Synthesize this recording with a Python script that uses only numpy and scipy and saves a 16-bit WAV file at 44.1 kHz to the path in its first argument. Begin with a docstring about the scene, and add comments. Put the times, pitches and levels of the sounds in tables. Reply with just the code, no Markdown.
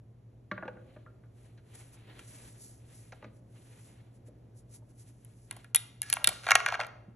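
"""A bolt-action rifle lies on a towel on a stone kitchen counter; appliances hum nearby.
The stock knocks on the counter and the brass cartridge clicks, buzzes and scrapes in the steel action:
noisy chatter or dense slips drive banks of decaying modes, and a banded noise echo adds the kitchen.
Hands and sleeves rustle as fluttering coloured noise; appliances are steady tones over room air.
A close two-port phone microphone turns the phase between its ports and cuts the top."""
import sys
import numpy as np
from scipy import signal
from scipy.fft import rfft, irfft
from scipy.io import wavfile
from scipy.ndimage import uniform_filter1d

SR = 44100
rng = np.random.default_rng(int(sys.argv[2]) if len(sys.argv) > 2 else 0)


def inscribe(sig):
    """Save sig as 16-bit PCM at rate SR to the path in sys.argv[1].

    A 1-D sig is mono; a 2-D sig holds one channel per row.
    Samples are clipped to [-1, 1] before scaling.
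    """
    pcm = np.round(np.clip(np.atleast_2d(sig).T, -1, 1) * 32767)
    wavfile.write(sys.argv[1], SR, pcm.astype(np.int16))


N = 315622


def from_db(db):
    """Decibels to gain."""
    return 10 ** (np.asarray(db) / 20)


def rms_one(x):
    """Scale to unit rms."""
    return x / np.sqrt(np.mean(x ** 2) + 1e-20)


def in_time(rows):
    """Interpolate rows of (time in seconds, values...) to every sample, one curve per value."""
    time_s, *columns = np.transpose(rows)
    return [np.interp(np.arange(N) / SR, time_s, column) for column in columns]


def at_hz(points, hz):
    """Read a spectrum on a log-frequency axis."""
    points = np.array(points)
    return np.interp(np.log(hz), np.log(points[:, 0]), points[:, 1])


def band(x, low_hz, high_hz, order):
    """Butterworth band-pass."""
    return signal.sosfilt(signal.butter(order, [low_hz, high_hz], "band", fs=SR, output="sos"), x)


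def gate(spans):
    """Softly open during each (start, end) in seconds."""
    t = np.arange(N) / SR
    is_open = sum(1. * (t > start) * (t < end) for start, end in spans)
    return uniform_filter1d(is_open, size=400)


def drift(rate_hz):
    """Slow random wander of spread 1: low-passed noise made at a fortieth of the sample rate."""
    pole = np.exp(-80 * np.pi * rate_hz / SR)
    noise = rng.standard_normal(N // 40 + 2002)
    slow = signal.lfilter([1], [1, -2 * pole, pole * pole], noise)[2000:]      # skip the filter's start
    return np.interp(np.arange(N) / 40, np.arange(len(slow)), rms_one(slow))


# how alike diffuse noise is in the two ports: pitch_hz, correlation (0 to 1)
PORT_LIKENESS = [(100, 1), (300, 0.85), (900, 0.033), (1800, 0.85), (3500, 0.56), (4600, 0.39), (6000, 1),
                 (7500, 0.93), (9000, 1), (12000, 0.9)]


def coloured(spectrum):
    """Steady stereo noise of a given spectrum, partly alike in both ports; rms 1."""
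    hz = np.maximum(np.arange(N // 2 + 1) * SR / N, 1)
    mid, side = rfft(rng.standard_normal((2, N))) * from_db(at_hz(spectrum, hz))
    alike = np.clip(at_hz(PORT_LIKENESS, hz), 0, .993)
    shared = np.sqrt(1 + alike) * mid
    opposed = np.sqrt(1 - alike) * side * [[1], [-1]]
    return rms_one(irfft(shared + opposed, N))


def tilted(colour, knee_hz, depth_db, bright_db):
    """Lean a colour: depth_db per octave going down from the knee, bright_db per octave going up."""
    octaves = np.log2(np.array(colour)[:, 0] / knee_hz)
    lean_db = np.where(octaves < 0, -depth_db, bright_db) * octaves
    return np.array(colour) + np.outer(lean_db, [0, 1])


def add(out, start_s, peak_db, modes, colour, chatter_ms, rise_ms, spread_db, crack_db, first_db):
    """One blow: a first contact and its dying chatter drive every mode, each with a strength of its own."""
    hz, mode_db, t60_s = np.transpose(modes)[:, :, None]
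    t = np.arange(int(SR / 8)) / SR
    pitch_luck, level_luck = rng.standard_normal((2, len(modes), 1))

    swell = 1 - np.exp(-1.5 * hz * t)      # a mode takes about a cycle to build up
    ring = from_db(-60 * t / t60_s)
    crack = from_db(crack_db - 60 * t * hz / 5.14)      # falls 60 dB in about five cycles
    polarity = (-1) ** np.arange(len(modes))[:, None]
    rings = np.sin(2 * np.pi * hz * (1 + 0.016 * pitch_luck) * t) * (ring + crack) * swell * polarity
    rings /= np.linalg.norm(rings, axis=1, keepdims=True)      # equal energy before levels
    strength = from_db(mode_db + at_hz(colour, hz) + spread_db * level_luck)
    body = np.sum(strength * rings, axis=0)

    chatter = rng.standard_normal(len(t)) * from_db(-60000 * t / np.maximum(chatter_ms, .3))
    chatter *= 1 - np.exp(-1000 * t / np.maximum(rise_ms, .05))
    chatter[0] = from_db(first_db)      # the first contact
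    blow = signal.fftconvolve(chatter, body)
    loudest = np.sqrt(np.max(uniform_filter1d(blow ** 2, size=130)))      # rms of the loudest 3 ms
    at = round(start_s * SR)
    out[at:at + len(blow)] += from_db(peak_db) * blow[:N - at] / loudest


# steady motor and mains tones: pitch_hz, level_db (rms)
HUM_TONES = [(56.6, -73), (109, -62), (113, -63), (120, -58), (164, -76), (218, -77), (274, -77),
             (11200, -98)]
# spectrum of room air and far machines, relative: pitch_hz, density_db (per Hz)
AIR_SPECTRUM = [(24, -20), (40, -11.5), (62, -3.5), (135, -6.5), (310, -11.5), (650, -19), (1200, -32.5),
                (2500, -39.5), (6000, -47), (11000, -45), (12000, -52), (13300, -68.5)]
AIR_DB = -60.5   # rms before its slow drift


def appliances():
    """Motor and mains tones beat over drifting room air; small phase leads alternate between ports."""
    t = np.arange(N) / SR
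    tones = 0
    for k, (pitch_hz, level_db) in enumerate(HUM_TONES):
        lead_rad = 0.055 * (-1) ** k * np.array([[1], [-1]])
        phase = 2 * np.pi * (pitch_hz * t + rng.random()) + lead_rad
        tones = tones + np.sqrt(2) * from_db(level_db) * np.sin(phase)
    air_level = from_db(AIR_DB + 1.1 * drift(0.57))
    return tones + air_level * coloured(AIR_SPECTRUM)


# stock on counter, before the band limit: start_s, level_db (loudest 3 ms), pitch_hz (favoured),
# depth_db (per octave going down from it), bright_db (per octave going up from it)
STOCK_KNOCKS = [(0.513, -30.5, 1590, -2, -9.5), (0.577, -37, 1580, -0.5, -17),
                (0.624, -37.5, 1510, -0.5, -32), (0.652, -41, 603, -1.5, -9.5),
                (0.678, -36.5, 630, -10, -7.5), (0.768, -51, 1400, 1.5, -22), (0.962, -48.5, 597, -1, -8),
                (1.062, -53.5, 1390, -6, -41), (1.099, -59.5, 606, 1, -8), (1.236, -64.5, 1500, 0, -14),
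                (1.576, -64, 2200, -5, 1), (3.121, -46.5, 2270, -3, 1), (3.124, -48.5, 810, -20, -39),
                (3.224, -47.5, 2250, 1, -8), (3.226, -54, 850, -36, -23), (3.242, -44.5, 337, -4, -2),
                (3.262, -50, 300, -7, -14), (4.282, -54.5, 536, -8, -28), (4.82, -63, 825, -15, -35),
                (6.275, -39, 340, -11, -5.5), (7.08, -46, 200, -4, -12)]
# modes of the stock left free: pitch_hz, energy_db (relative), t60_s
STOCK_MODES = [(193, 1.5, 0.096), (341, -3, 0.1), (519, 1.5, 0.11), (615, 1.5, 0.096), (864, -3, 0.031),
               (1197, -1.5, 0.047), (1428, 2, 0.096), (1633, 5, 0.018), (2210, 2, 0.0038),
               (3090, -5.5, 0.00374), (3920, -2.5, 0.011), (4650, -6.5, 0.0062), (6190, -7, .004)]
GRIPPED_S, GRIPPED_RING = 3.0, 0.45   # from now on a hand damps the stock to this share of its ring time
# at -30 dB; chatter_ms is the time to fall 60 dB, rise_ms a time constant
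KNOCK_CHATTER_MS, KNOCK_CHATTER_MS_PER_DB = 31.8, 1.5   # softer knocks drag on longer
KNOCK_RISE_MS, KNOCK_RISE_MS_PER_DB = 1, -0.12   # softer knocks rise faster


def knocks():
    """The hollow stock knocks on the counter through the towel; each spot favours its own pitch."""
    out = np.zeros(N)
    even = [(hz, 0) for hz, *_ in STOCK_MODES]
    for start_s, level_db, pitch_hz, depth_db, bright_db in STOCK_KNOCKS:
        softer_db = -30 - level_db
        ring_share = GRIPPED_RING if start_s > GRIPPED_S else 1
        modes = np.array(STOCK_MODES) * [1, 1, ring_share]
        colour = tilted(even, pitch_hz, depth_db, bright_db)
        chatter_ms = KNOCK_CHATTER_MS + KNOCK_CHATTER_MS_PER_DB * softer_db
        rise_ms = KNOCK_RISE_MS + KNOCK_RISE_MS_PER_DB * softer_db
        add(out, start_s, level_db, modes, colour, chatter_ms, rise_ms,
            spread_db=0.0, crack_db=9.0, first_db=-3.0)
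    return band(out, 110, 7000, order=2)


# spectra of the two rubbing noises, relative: pitch_hz, density_db (per Hz)
FINE_SPECTRUM = [(3000, -19), (5000, -8), (7000, -4.5), (10000, 2), (11000, -0.5), (12000, -17),
                 (13500, -42)]
COARSE_SPECTRUM = [(350, 1), (700, -3), (1300, -7.5), (2000, -5), (3200, -8), (4200, -11), (6200, -34)]
# hands and sleeves on skin, stock and towel, before flutter: time_s, fine_hiss_db, coarse_rub_db
HANDLING_LEVELS = [(.52, -95, -63.5), (.72, -87.5, -76), (.95, -80, -69), (1.131, -100, -86),
                   (1.32, -90, -98), (1.38, -72, -74.5), (1.62, -85, -76), (1.79, -56.5, -62),
                   (1.9, -68, -68.5), (2.05, -76, -59), (2.24, -62, -57.5), (2.3, -55.5, -58.5),
                   (2.49, -58, -63), (2.57, -65, -67.5), (2.63, -50.5, -76), (2.84, -73.5, -71.5),
                   (2.96, -57.5, -66.5), (3.11, -70, -72), (3.28, -85, -69), (3.43, -89, -105),
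                   (3.56, -69, -67.5), (3.87, -62.5, -64.5), (4.1, -85, -76), (4.32, -100, -100),
                   (4.85, -82, -104), (5.05, -75.5, -86), (5.28, -72.5, -71.5), (5.46, -69, -84),
                   (5.529, -73, -58), (5.61, -68, -60.5), (5.72, -85, -80)]
# short brushes of a finger or cuff, before flutter: middle_s, length_s, fine_hiss_db, coarse_rub_db
CUFF_BRUSHES = [(1.24, 0.023, -98, -82), (1.46, 0.08, -75, -92), (1.754, .02, -52.5, -70),
                (1.941, .05, -64.5, -86), (2.197, 0.017, -55, -63), (3.368, 0.092, -73, -84),
                (4.16, 0.074, -73, -91), (4.275, 0.048, -66, -70), (4.585, 0.076, -64, -104),
                (4.745, 0.097, -55.5, -69), (4.904, 0.058, -73, -77), (5.007, 0.091, -61.5, -70),
                (5.088, 0.073, -66, -68), (5.252, 0.01, -73, -62)]
BRUSH_EDGE_DB = -20.5   # either end of a brush's length, relative to its middle


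def rustle():
    """Fine and coarse rubbing noise, fluttering as fibres catch; brushes swell and fade on top."""
    t = np.arange(N) / SR
    moving = gate([(HANDLING_LEVELS[0][0], HANDLING_LEVELS[-1][0])])
    fine, coarse = from_db(in_time(HANDLING_LEVELS)) * moving
    for middle_s, length_s, fine_db, coarse_db in CUFF_BRUSHES:
        swell = from_db(BRUSH_EDGE_DB * (2 * (t - middle_s) / length_s) ** 2)
        fine = fine + from_db(fine_db) * swell
        coarse = coarse + from_db(coarse_db) * swell
    hiss = coloured(FINE_SPECTRUM) * fine * from_db(1.16 * drift(60))
    rub = coloured(COARSE_SPECTRUM) * coarse * from_db(2.3 * drift(18))
    return hiss + rub


# brass on steel, before the band limit: start_s, level_db (loudest 3 ms),
# depth_db (per octave going down from the knee), bright_db (per octave going up), chatter_ms (to fall 60 dB)
BRASS_CLICKS = [(1.746, -72, 17, -10, 6.6), (2.192, -47.5, -19, -4.5, 9.6), (2.416, -114, -23, -11, 11),
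                (5.248, -46, 17, 22, 6.2), (5.51, -30, -1, 2, 8), (5.526, -47.5, 20.5, 5, 7.2),
                (5.565, -46, 11.5, 1.5, 29), (5.644, -49, -8, -4, 8.9), (5.747, -14, -6.5, 3.5, 8.6),
                (5.759, -8.5, -3.5, 9, 3.8), (5.763, -20, -12, 2.5, 6.2), (6.018, -20.5, -6, 8, 6.7),
                (6.028, -39, -19, 0.5, 34), (6.1, -24.5, -17, 5, 11), (6.127, -15.5, -10, 4.5, 14),
                (6.138, -16.5, 6, 8, 6.2), (6.168, -30, 7, -8, 2.8), (6.243, -14.5, -8, 3.5, 8.8),
                (6.273, -10, -15, 4.5, 8.8), (6.289, -23.5, -8.5, 1.5, 22), (6.435, -47, -11, -6, 8.9),
                (6.466, -28, 2.5, -7, 16), (6.479, -34.5, -4.5, -5.5, 9.9), (6.487, -22.5, -5, -9.5, 11),
                (6.497, -27, -15, -7.5, 4.6), (6.507, -16.5, -5, -3, 8.4), (6.516, -11, -6.5, -4.5, 9.6),
                (6.553, -11, -3, -3.5, 14.4), (6.602, -27.5, -10, -11.5, 4.7), (6.661, -20, -12, -7, 13),
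                (6.686, -25.5, -16, -5.5, 6.8), (6.702, -38.5, -12.5, -7.5, 9.6),
                (6.723, -26.5, 5.5, -8, 2.4), (6.741, -27.5, -28, -8.5, 5.5), (6.753, -32.5, -8, -9.5, 6.8),
                (6.793, -29, 16, -8, 7.3), (6.801, -29.5, -8, -10, 10), (6.81, -31.5, -28, -9.5, 16),
                (6.834, -37, -11.5, -10, 9), (6.846, -40, -17, -11.5, 8), (6.867, -47, 2.5, 4, 8)]
# modes of action and cartridge: pitch_hz, energy_db (relative), t60_s (ring of a click)
ACTION_MODES = [(609.6, -7, 0.029), (728, -1.5, 0.029), (951, -1, 0.014), (1115, -1.5, 0.04),
                (1392, 1, 0.042), (1645, -1.5, 0.061), (1873, -1.5, 0.04), (2158, 1, 0.035),
                (2372, 1, 0.036), (2765, 1, 0.03), (3232, 0.5, 0.02), (3620, 1, 0.0093), (4335, 1.5, 0.011),
                (5050, 0, 0.01), (5750, -0.5, 0.015), (6410, 1.5, 0.0059), (7470, 1, 0.0048),
                (7630, 2, 0.0072), (9090, 5, 0.0034), (10580, 3.5, 0.0052), (11720, -4, 0.0024),
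                (11800, -12.5, 0.0045), (14400, -24.5, 0.0031)]
# colour of clicks before each one's tilt, cartridge loose and then seated: pitch_hz, level_db (relative)
LOOSE_CLICK_COLOUR = [(800, 0.2), (1600, -1), (3500, -1.6), (6500, -7), (10000, 5.5), (13000, 2.1)]
SEATED_CLICK_COLOUR = [(800, 0), (1600, 1.1), (3500, -1.5), (6500, -0.5), (10000, -2.5), (13000, 11)]
CLICK_KNEE_HZ = 1562
SEATED_S = 6.4   # from now on the cartridge lies in the feed lips


def clicks():
    """The cartridge strikes the action and rings its modes; where it strikes sets the colour."""
    out = np.zeros(N)
    for start_s, level_db, depth_db, bright_db, chatter_ms in BRASS_CLICKS:
        plain_colour = LOOSE_CLICK_COLOUR if start_s < SEATED_S else SEATED_CLICK_COLOUR
        colour = tilted(plain_colour, CLICK_KNEE_HZ, depth_db, bright_db)
        add(out, start_s, level_db, ACTION_MODES, colour, chatter_ms, rise_ms=0.11,
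            spread_db=-0.5, crack_db=19.0, first_db=9.0)
    return out


# the brass case buzzes on after a free blow, before the band limit:
# start_s, level_db (loudest 3 ms), pitch_hz (strongest), chatter_ms (to fall 60 dB)
CASE_BUZZES = [(5.748, -30.5, 3700, 18), (5.759, -39.5, 3670, 130), (6.019, -47.5, 1690, 470),
               (6.244, -24.5, 3380, 12), (6.274, -28, 3350, 12)]
# modes of the case: pitch_hz, energy_db (relative), t60_s
CASE_MODES = [(1680, 0.1, .04), (1740, 2.8, .04), (3350, 3, 0.011), (3600, 0, 0.027), (3730, 0, 0.04)]
CASE_FALL_DB = 59.5   # per octave away from the strongest pitch


def case():
    """Thin brass keeps buzzing against the steel in a few partials."""
    out = np.zeros(N)
    even = [(hz, 0) for hz, *_ in CASE_MODES]
    for start_s, level_db, pitch_hz, chatter_ms in CASE_BUZZES:
        colour = tilted(even, pitch_hz, -CASE_FALL_DB, -CASE_FALL_DB)
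        add(out, start_s, level_db, CASE_MODES, colour, chatter_ms, rise_ms=0.13,
            spread_db=-1.0, crack_db=7.5, first_db=3.0)
    return out


# cartridge sliding on the feed lips, before the band limit:
# start_s, length_s, first_db, last_db, bright_db (per octave)
LIP_SCRAPES = [(6.03, 0.14, -54.5, -42.5, 1.5), (6.178, 0.15, -48, -49, -8.5), (6.312, 0.13, -44, -58, 2),
               (6.428, 0.035, -44.5, -47, -1), (6.466, 0.054, -45, -26.5, -6.5),
               (6.515, 0.015, -41.5, -44, -9.5), (6.568, 0.015, -40.5, -53, -11.5),
               (6.597, 0.017, -36, -70, -0.5), (6.637, .022, -61, -48, -6), (6.677, 0.023, -28, -38, -7),
               (6.709, 0.046, -46, -29.5, -6.5), (6.763, .024, -56, -57, -5), (6.797, 0.1, -29.5, -63, -8)]


def scrape():
    """Dense uneven slips of either sign excite the modes of the action."""
    ends = []
    for start_s, length_s, first_db, last_db, tilt_db in LIP_SCRAPES:
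        ends += [(start_s, first_db, tilt_db), (start_s + length_s, last_db, tilt_db)]
    level_db, bright_db = in_time(ends)

    happens = rng.random(N) < 3000 / SR      # about 3000 slips a second
    strength = from_db(1.2 * np.minimum(rng.exponential(1, N), 4))
    slips = happens * strength * rng.choice([-1, 1], N)
    out, power = 0, 0
    for k, (pitch_hz, energy_db, t60_s) in enumerate(ACTION_MODES):
        r = from_db(-120 / (t60_s * SR))      # the pressing thumb halves the ring
        w = 2 * np.pi * pitch_hz / SR
        rings = signal.lfilter([0, np.sin(w)], [1, -2 * r * np.cos(w), r * r], slips + 1e-18)
        share = from_db(energy_db + bright_db * np.log2(pitch_hz / 3000))
        out = out + (-1) ** k * share * rms_one(rings)
        power = power + share ** 2
    sliding = gate([(start_s, start_s + length_s) for start_s, length_s, *_ in LIP_SCRAPES])
    return out / np.sqrt(power) * from_db(level_db) * sliding


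# kitchen echo by band: low_hz, high_hz, level_db (relative, at the start of the decay), t60_s
ECHO_BANDS = [(150, 520, -3.5, 0.9), (576, 1500, -8.5, 0.58), (1730, 3000, -15, 0.57),
              (2780, 6200, -14, 0.58), (5950, 11000, -16.5, 0.33)]


def kitchen(x):
    """A diffuse echo: stereo noise that fades in over 12 ms and dies band by band."""
    t = np.arange(SR) / SR
    noise = coloured([(100, 0), (14000, 0.021)])      # practically flat
    echo = 0
    for k, (low_hz, high_hz, level_db, t60_s) in enumerate(ECHO_BANDS):
        own_second = noise[:, k * SR:(k + 1) * SR]      # each band takes its own second of noise
        decay = from_db(level_db - 60 * t / t60_s)
        echo = echo + decay * band(own_second, low_hz, high_hz, order=2)
    echo = echo * np.clip(t / 0.012, 0, 1) / np.sqrt(SR / 20)
    return signal.fftconvolve(echo, x[None], axes=1)[:, :N]


def scene():
    """Rifle, hands, appliances and room."""
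    metal = band(clicks() + case() + scrape(), 380, 12000, order=4)      # small parts radiate no bass
    rifle = metal + knocks()
    return rifle + kitchen(rifle) + rustle() + appliances()


# phase between the two ports: pitch_hz, left_lead_rad
PORT_LEAD = [(0, 0), (1800, 0), (2600, .3), (3600, .9), (4400, 1.6), (4850, 3.1), (5300, 5.0), (5900, 6.3),
             (9050, 9.42), (12200, 12.57), (13000, 12.9), (14000, 13.8), (22050, 13.8)]
CUTOFF_HZ = 16600   # 70 dB down from here up


def record(dry):
    """The ports differ in phase with frequency; the top is cut."""
    padded = np.pad(dry, [(0, 0), (1000, 1000)], "reflect")
    size = padded.shape[1]
    hz = np.arange(size // 2 + 1) * SR / size
    lead_rad = np.interp(hz, *np.transpose(PORT_LEAD))
    turn = np.exp(.5j * lead_rad * [[1], [-1]])      # half the lead forward left, half back right
    ports = irfft(rfft(padded) * turn, size)[:, 1000:-1000]
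    return signal.sosfilt(signal.cheby2(12, 70, CUTOFF_HZ, fs=SR, output="sos"), ports)


dry = scene()
out = record(dry)
inscribe(out)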